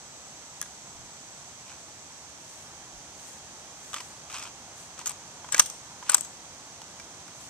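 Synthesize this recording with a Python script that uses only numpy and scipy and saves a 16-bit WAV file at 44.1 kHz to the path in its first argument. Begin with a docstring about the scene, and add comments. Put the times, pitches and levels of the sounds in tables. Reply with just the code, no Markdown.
"""On a lawn beside a timber-framed panel, someone walks off through the grass and handles wood and hard gear:
short scrapes, then two sharp double clacks with small rattles. Contacts are noise bursts exciting decaying
wood modes; scrapes and steps are dense random grains. Behind lie a distant outdoor hum, hiss, a thin whine
and an insect that stops; the two microphone capsules ring at different treble pitches."""
import sys
import numpy as np
from scipy import signal
from scipy.fft import rfft, irfft, next_fast_len
from scipy.io import wavfile
from scipy.ndimage import map_coordinates

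SR = 44100
rng = np.random.default_rng(int(sys.argv[2]) if len(sys.argv) > 2 else 0)


def to_wav(sig):
    """Store sig (one row per channel, or 1-D mono) as 16-bit WAV at the path in sys.argv[1].

    Samples outside -1..1 are clipped; the rate is SR.
    """
    pcm = np.clip(np.atleast_2d(sig), -1, 1) * 32767
    pcm = np.round(pcm).astype(np.int16)
    wavfile.write(sys.argv[1], SR, pcm.T)  # frames by channels


N = 330485  # length in samples


def amp(db):
    """Amplitude ratio of a level: twenty decibels per factor of ten."""
    return 10 ** (np.asarray(db) / 20)


def decay(t, t60_s):
    """Exponential decay: the level falls 60 dB in t60_s."""
    return amp(-60 * t / t60_s)


def unit(x):
    """Normalization to an rms of 1."""
    return x / np.sqrt(np.mean(x ** 2) + 1e-20)


def along(points, hz):
    """Interpolation of (frequency_hz, value) points on a logarithmic frequency axis."""
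    point_hz, value = np.transpose(points)
    return np.interp(np.log(hz + 1), np.log(point_hz + 1), value)


def curve(rows):
    """Linear interpolation of (time_s, value) rows, one value per sample."""
    return np.interp(np.arange(N) / SR, *np.transpose(rows))


def wobble(rate):
    """Slow random modulation: a smooth curve through random knots, rate of them a second."""
    knots = rng.standard_normal(int(N * rate / SR) + 4)
    return map_coordinates(knots, [np.arange(N) * rate / SR])


def filtered(x, response):
    """Linear filtering: the spectrum is multiplied by a complex response of frequency."""
    n = x.shape[-1]
    padded = next_fast_len(n + 4096, True)
    hz = np.fft.rfftfreq(padded, 1 / SR)
    return irfft(rfft(x, padded) * response(hz), padded)[..., :n]


def coloured(x, spectrum):
    """Spectral shaping by (frequency_hz, level_db) points, then normalization to rms 1."""
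    return unit(filtered(x, lambda hz: amp(along(spectrum, hz))))


def placed(x, lead_ms):
    """Interaural-style time difference: the left leads the right by lead_ms (negative: right leads)."""
    sides = np.array([[1], [-1]])
    return filtered(x, lambda hz: np.exp(1j * np.pi * hz * lead_ms / 1000 * sides))


def band(centre_hz, width_hz):
    """Band-limited noise: independent on each side, with a bell-shaped response, at rms 1."""
    bell = lambda hz: 1 / (1 + ((hz - centre_hz) / width_hz * 2) ** 2)
    return unit(filtered(rng.standard_normal((2, N)), bell))


def strokes(rows):
    """Amplitude envelope: a half-sine swell for each (start_s, length_s, level_db) row."""
    t = np.arange(N) / SR
    swell = lambda start, length: np.sin(np.pi * np.clip((t - start) / length, 0, 1))
    return sum(amp(db) * swell(start, length) for start, length, db in rows)


def grains(rate, spread_db):
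    """Random impulses: tiny catches of uneven size, on average rate of them a second."""
    struck = rng.random(N) < rate / SR
    return struck * rng.standard_normal(N) * amp(spread_db * rng.random(N))


def add(track, start_s, sound):
    """Superposition: mix a sound into the track, cut at the track's end."""
    part = track[:, round(start_s * SR):][:, :sound.shape[-1]]
    part += sound[:, :part.shape[-1]]


def near(hz, centre_hz, octaves):
    """Resonance bell: Gaussian in octaves about a centre."""
    return np.exp(-(np.log2((hz + 1) / centre_hz) / octaves) ** 2)


def contact_snap(t, hard_db, soft_db, centre_hz, t60_s):
    """Contact stiffness sets brightness: chattering noise, as rows for direct, left and right sound."""
    # colour of the snap: frequency_hz, density_db
    snap_colour = [(100, -24), (500, -8), (1100, 3), (2400, -2), (2900, 2), (3280, 2), (3800, 0),
                   (4900, 0.5), (6100, 2), (7100, -1), (8500, 0), (11000, 2), (13500, 10), (15500, -19)]
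    # scattering off nearby boards: frequency_hz, scattered_over_direct_db
    scattering = [(1000, -8), (2200, 1.5), (4000, -3.5), (6000, -1.5), (8500, -13), (12000, -4)]
    # the further the snap outweighs the wood, the harder and brighter the contact
    hardness_db_per_octave = -3 + 6.5 * np.tanh((hard_db - soft_db) / 9.5)

    def response(hz):
        tilt_db = hardness_db_per_octave * np.log2(np.clip(hz, 2500, 12000) / centre_hz)
        # the part that is touched adds one broad resonance
        touched_db = 9 * near(hz, centre_hz, octaves=0.19)
        turn = np.arctan(amp(along(scattering, hz)))
        shares = np.array([np.cos(turn), np.sin(turn), np.sin(turn)])
        return amp(along(snap_colour, hz) + tilt_db + touched_db) * shares

    chatter = unit(filtered(rng.standard_normal((3, len(t))), response))
    onset = 1 - np.exp(-t / (0.016 * t60_s))
    return amp(hard_db + 2) * onset * decay(t, t60_s) * chatter


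def wood_body(t, soft_db, pitch_hz):
    """Modal excitation: a blow drives the modes near its favoured pitch most, with a dry crunch."""
    # modes of the struck wood: frequency_hz, level_db, t60_s
    wood_modes = [(110, -20, 0.03), (265, -10, 0.011), (560, -6, 0.012), (730, -19, 0.016),
                  (860, -2, 0.021), (981, -3, 0.037), (1208, 5, 0.024), (1356, -9, 0.036),
                  (1463, -2, 0.031), (1610, -2.5, 0.036), (1685, -5, 0.03), (1920, -3, 0.035),
                  (2110, -11, 0.033), (2330, -8, 0.044), (3220, -2, 0.031)]
    # dry crunch of the wood under a blow: frequency_hz, density_db
    crunch_colour = [(60, -10), (200, -3), (380, -11.5), (560, -1), (800, -2), (1000, -9), (1250, -9),
                     (1650, -2), (2100, -5), (3200, -5), (5000, -15.5)]
    mode_hz, mode_db, mode_t60_s = np.transpose(wood_modes)[:, :, None]
    # modes above the favoured pitch are driven less, by 2 dB per octave
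    octaves_above = np.log2(np.maximum(mode_hz / pitch_hz, 1))
    drive_db = 13 * near(mode_hz, pitch_hz, octaves=0.16) - 2 * octaves_above
    size = amp(mode_db + drive_db + rng.normal(0, 2.9, mode_hz.shape))
    # the grip shifts each mode slightly from blow to blow
    shifted_hz = mode_hz * (1 + 0.0038 * rng.standard_normal(mode_hz.shape))
    swing = np.sin(2 * np.pi * (shifted_hz * t + rng.random(mode_hz.shape)))
    ring = (size / np.linalg.norm(size) * swing * decay(t, mode_t60_s)).sum(0)
    crunch = coloured(rng.standard_normal(len(t)), crunch_colour) * decay(t, 0.026)
    onset = 1 - np.exp(-t / 0.0012)
    return amp(soft_db) * (amp(5.5) * ring + amp(-7.5) * crunch) * onset


def knocks():
    """Impact sound: each contact sums a brief snap with the wood modes it excites."""
    # knocks, clacks, snags, rattles: start_s, snap_db, wood_db, favoured_pitch_hz, snap_centre_hz, snap_t60_s
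    contacts = [ (0.6156, -46, -37, 1300, 3400, .02), (0.6258, -47, -41, 1600, 3400, 0.037),
                (.658, -51, -43.5, 1760, 3400, .018), (1.717, -60, -45, 1510, 3000, .026),
                (3.9315, -39.5, -33, 1240, 3400, 0.023), (3.9412, -32, -29, 1130, 3270, 0.026),
                (3.9621, -41, -30, 1100, 3220, 0.024), (3.969, -50, -37, 1210, 3200, .026),
                (4.005, -42, -38, 970, 5100, 0.02), (4.299, -46.5, -41.5, 1370, 2600, 0.044),
                (4.316, -46, -48, 1700, 3400, .026), (4.326, -46, -45, 1220, 5700, 0.023),
                (4.342, -42, -42, 1000, 5300, 0.014), (4.3602, -47, -43, 1220, 2500, .035),
                (4.372, -47, -42, 1140, 5400, .018), (4.384, -40.5, -42, 1220, 5200, 0.016),
                (4.395, -44, -50, 1220, 5300, 0.028), (4.424, -46, -48, 1220, 5000, .04),
                (4.435, -47, -48, 1220, 5100, 0.048), (4.452, -47, -39.5, 1200, 2500, 0.032),
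                (4.465, -51, -42, 1000, 3200, 0.022), (4.991, -39.5, -36, 1070, 7200, 0.014),
                (5.013, -46, -42, 1000, 4500, 0.017), (5.058, -34, -38.5, 1470, 7500, 0.033),
                (5.069, -31, -34, 1100, 7100, 0.015), (5.074, -33.5, -45, 1500, 6800, 0.034),
                (5.093, -36, -43, 1160, 8200, 0.026), (5.107, -42, -40.5, 1000, 8300, .02),
                (5.116, -44, -48, 1000, 8300, .02), (5.444, -63, -35, 890, 1500, .026),
                (5.4873, -49.5, -37, 1000, 6900, .026), (5.5214, -32, -37, 1700, 7650, 0.049),
                (5.531, -38, -30.5, 1550, 3300, 0.035), (5.5448, -23, -20, 1680, 2180, 0.021),
                (5.562, -41, -35, 1220, 2600, .026), (5.568, -38, -47, 1220, 7200, .022),
                (5.58, -27.5, -30.5, 2050, 8450, 0.014), (5.588, -39, -34, 950, 8800, 0.047),
                (5.5946, -14, -23, 2240, 8800, .024), (5.5967, -16, -11.5, 1190, 6100, 0.028),
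                (5.619, -37, -39, 1220, 9000, 0.04), (5.6590, -33.5, -49, 1500, 3500, 0.032),
                (5.6995, -35, -46, 1200, 6040, 0.014), (6.026, -55, -35, 980, 3000, .026),
                (6.0925, -39, -25, 1490, 5200, 0.018), (6.095, -22.5, -27.5, 1500, 8250, 0.03),
                (6.117, -32, -37, 1120, 8600, 0.027), (6.128, -52, -35, 1250, 2600, .026),
                (6.134, -39, -41, 1200, 8500, .026), (6.1437, -27, -23.5, 1480, 5900, .026),
                (6.1447, -15.5, -23, 1020, 8050, 0.019), (6.169, -33, -56, 1150, 8600, .012),
                (6.18, -37, -36.5, 1160, 8500, .03), (6.209, -28, -49, 1150, 7900, 0.0082),
                (6.2473, -46, -49, 1150, 6500, 0.035), (6.8172, -44, -40.5, 895, 3300, 0.016),
                (6.9975, -46, -41.5, 2320, 5300, 0.027), (7.279, -50, -48, 1400, 2600, .026)]
    out, t = np.zeros((2, N)), np.arange(SR // 12) / SR
    for start, hard_db, soft_db, pitch_hz, centre_hz, t60_s in contacts:
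        snap = contact_snap(t, hard_db, soft_db, centre_hz, t60_s)
        body = wood_body(t, soft_db, pitch_hz)
        direct, scattered = snap[0], snap[1:]
        add(out, start, placed(direct + body, lead_ms=0.04) + scattered)
    return out


def clicks():
    """Free vibration: a hard catch on a hand tool snaps and rebounds, ringing in its own modes."""
    # clicks of the catch: start_s, level_db
    snaps = [(0.6146, -20), (0.6266, -30)]
    # modes of the catch: frequency_hz, level_db, t60_s
    catch_modes = [(1730, -16.5, 0.016), (3380, -19.5, .018), (5700, -14.5, 0.0085), (6030, -13, 0.0073),
                   (6650, -12, 0.009), (7900, -24, .008), (9200, -5.5, 0.0084), (10840, 0.5, 0.0077),
                   (12100, -2, .007)]
    out, t = np.zeros((2, N)), np.arange(SR // 20) / SR
    hz, db, t60_s = np.transpose(catch_modes)[:, :, None]
    for start, level_db in snaps:
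        swing = np.sin(2 * np.pi * (hz * t + rng.random(hz.shape)))
        ring = (amp(db) * decay(t, t60_s) * swing).sum(0)
        # differencing tilts the noise towards the treble
        tick = decay(t, 0.004) * unit(np.diff(rng.standard_normal(len(t) + 1)))
        add(out, start, amp(level_db) * placed(ring + amp(-17) * tick, lead_ms=0.022))
    return out


def slides():
    """Stick-slip friction: rough wood catches and slips, densely enough to merge into a rub."""
    # wood sliding on wood: start_s, length_s, level_db
    rubs = [(1.649, 0.12, -53), (3.916, 0.12, -44.5), (4.29, 0.15, -44), (4.404, 0.1, -46),
            (4.97, 0.061, -44.5), (5.049, 0.074, -46.5), (5.512, 0.13, -42), (6.056, 0.13, -40)]
    # colour of the rub: frequency_hz, density_db
    rub_colour = [(200, -18), (650, -3), (1000, 6.5), (1240, 6.5), (1480, 0), (1950, -3.5), (2450, 6),
                  (2800, 2), (3200, 1), (3900, -4.5), (5300, -6), (6500, -12), (8000, -11.5), (14000, -18)]
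    catches = grains(rate=2200, spread_db=12) * amp(2.2 * wobble(170))
    rub = placed(coloured(catches, rub_colour), lead_ms=0.034)
    diffuse = coloured(rng.standard_normal((2, N)), rub_colour)
    return strokes(rubs) * (rub + amp(-9) * diffuse)


def steps():
    """Granular excitation: blades of grass flick against shoes at random instants."""
    # steps brushing the grass: start_s, length_s, level_db
    brushes = [(2.36, 0.39, -55.5), (3.14, 0.28, -52.5), (3.7, 0.52, -54), (4.73, 0.17, -52.5),
               (7.33, 0.2, -53)]
    # colour of the grass: frequency_hz, density_db
    grass_colour = [(500, -20), (2000, 0), (6000, -5.5), (9000, -3.5), (14000, -1.5)]
    flicks = np.array([grains(rate=5000, spread_db=2) for side in range(2)])
    return strokes(brushes) * coloured(flicks, grass_colour) * amp([[0], [-3]])  # left, right


def yard(x):
    """Diffuse reverberation: fence and trees answer with noise whose decay depends on frequency."""
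    # decay of the yard: frequency_hz, t60_s
    yard_decay = [(200, 0.11), (1500, 0.14), (3500, 0.57), (8000, 0.52), (14000, 0.48)]
    hz, t, z = signal.stft(rng.standard_normal((2, SR // 2)), SR, nperseg=256)
    fading = z * decay(t, along(yard_decay, hz)[:, None])
    tail = signal.istft(fading, SR, nperseg=256)[1]
    return signal.fftconvolve(x[None], tail / np.linalg.norm(tail[0]), axes=1)[:, :N]


def puff():
    """Wind-induced pressure: light air brushing the microphones gives low-frequency noise."""
    # soft puffs of air: start_s, length_s, level_db
    puffs = [(.92, 0.16, -58), (2.72, 0.15, -69), (2.925, 0.08, -55)]
    return (strokes(puffs) + amp(-82.5)) * band(centre_hz=48, width_hz=56)


def whine():
    """Frequency and amplitude modulation: thin sines whose phases and levels waver."""
    # partials of the whine: frequency_hz, relative_level_db
    partials = [(5631, -66), (5809, -67), (5922, -62.5), (6100, -68), (6277, -69), (6395, -67), (6686, -67),
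                (7332, -63)]
    t = np.arange(N) / SR
    sines = 0
    for hz, db in partials:
        level = amp(db + 1.3 * wobble(2.12))
        sines = sines + level * np.sin(2 * np.pi * hz * t + 0.97 * wobble(8))
    return amp(-5) * placed(sines, lead_ms=-0.13) * amp([[-11], [0]])  # left, right


def insect():
    """Narrow-band noise: one insect's high note fades and falls silent."""
    # fading of the insect: time_s, level_db
    fading = [(0, -71), (1.2, -71), (2.2, -75), (2.4, -92)]
    return amp(curve(fading)) * band(centre_hz=7840, width_hz=330) * amp([[0], [-3]])  # left, right


def high_singing():
    """Band-limited noise: steady high singing in separate bands."""
    # bands of singing: centre_hz, width_hz, relative_level_db
    singing_bands = [(3243, 31, -69.5), (6300, 1200, -69)]
    singing = sum(amp(db) * band(hz, width) for hz, width, db in singing_bands)
    return singing * amp([[-6], [1]])  # left, right


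def distant_hum():
    """Partial coherence: a shared hum plus a part independent on each side, strongest in the deep bass."""
    # colour of the hum: frequency_hz, density_db
    hum_colour = [(20, -23), (45, -12), (75, 0.5), (100, -2.5), (135, 1.5), (190, -2), (300, -2.5),
                  (430, -6), (800, 0), (1100, -3.5), (1600, -8.5), (2500, -13), (6000, -27)]
    # course of the hum: time_s, relative_level_db
    hum_course = [(0.0, -54.5), (0.96, -55), (5.01, -53), (7.49, -53.5)]
    # part that differs from side to side: frequency_hz, gain_db
    separate_part = [(30, 0), (70, -7.5), (150, -14), (400, -9), (900, -14.5), (3000, -10)]
    shared = placed(coloured(rng.standard_normal(N), hum_colour), lead_ms=-0.11)
    separate = coloured(rng.standard_normal((2, N)), hum_colour)
    separate = filtered(separate, lambda hz: amp(along(separate_part, hz)))
    return amp(curve(hum_course) + 2 + 0.36 * wobble(4.11)) * (shared + separate)


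def wide_hiss():
    """Incoherent noise: a hiss independent on each side sounds wide."""
    # colour of the hiss: frequency_hz, density_db
    hiss_colour = [(20, -24), (150, -12), (600, -5.5), (2000, 1.5), (4000, 1.9), (5500, -0.5), (7000, -5),
                   (9000, -8), (11000, -9.5), (14000, -4), (14400, -48)]
    hiss = coloured(rng.standard_normal((2, N)), hiss_colour) * amp([[-.7], [.7]])  # left, right
    return amp(-55.5 + 0.25 * wobble(2.64)) * hiss


def scene():
    """Superposition: handling and its answer from the open yard, steps, air and background."""
    # sounds from the left reach the right port with less of the top: frequency_hz, gain_db
    right_dulling = [(7000, -0.5), (9500, -5), (11500, -10), (14000, -23)]
    handling = knocks() + clicks() + slides()
    handling = filtered(handling, lambda hz: amp([0 * hz, along(right_dulling, hz)]))
    answer = amp([[-14.5], [-17.5]]) * yard(handling.mean(0))  # left, right
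    background = distant_hum() + wide_hiss() + whine() + high_singing() + insect()
    return handling + answer + steps() + puff() + background


def record(dry):
    """Damped resonance: each capsule peaks at its own pitch and falls off above; loud peaks clip."""
    # capsules, left then right: resonance_hz, width_hz
    capsule_modes = [(7950, 1100), (6564, 1175)]
    capsules = lambda hz: np.array([c * c / (c * c - hz * hz + 1j * hz * w) for c, w in capsule_modes])
    clipped = np.clip(filtered(dry, capsules), -1, .95)
    return filtered(clipped, lambda hz: 1 / (1 + (hz / 15500) ** 80))  # steep cutoff at 15500 Hz


dry = scene()
out = record(dry)
to_wav(out)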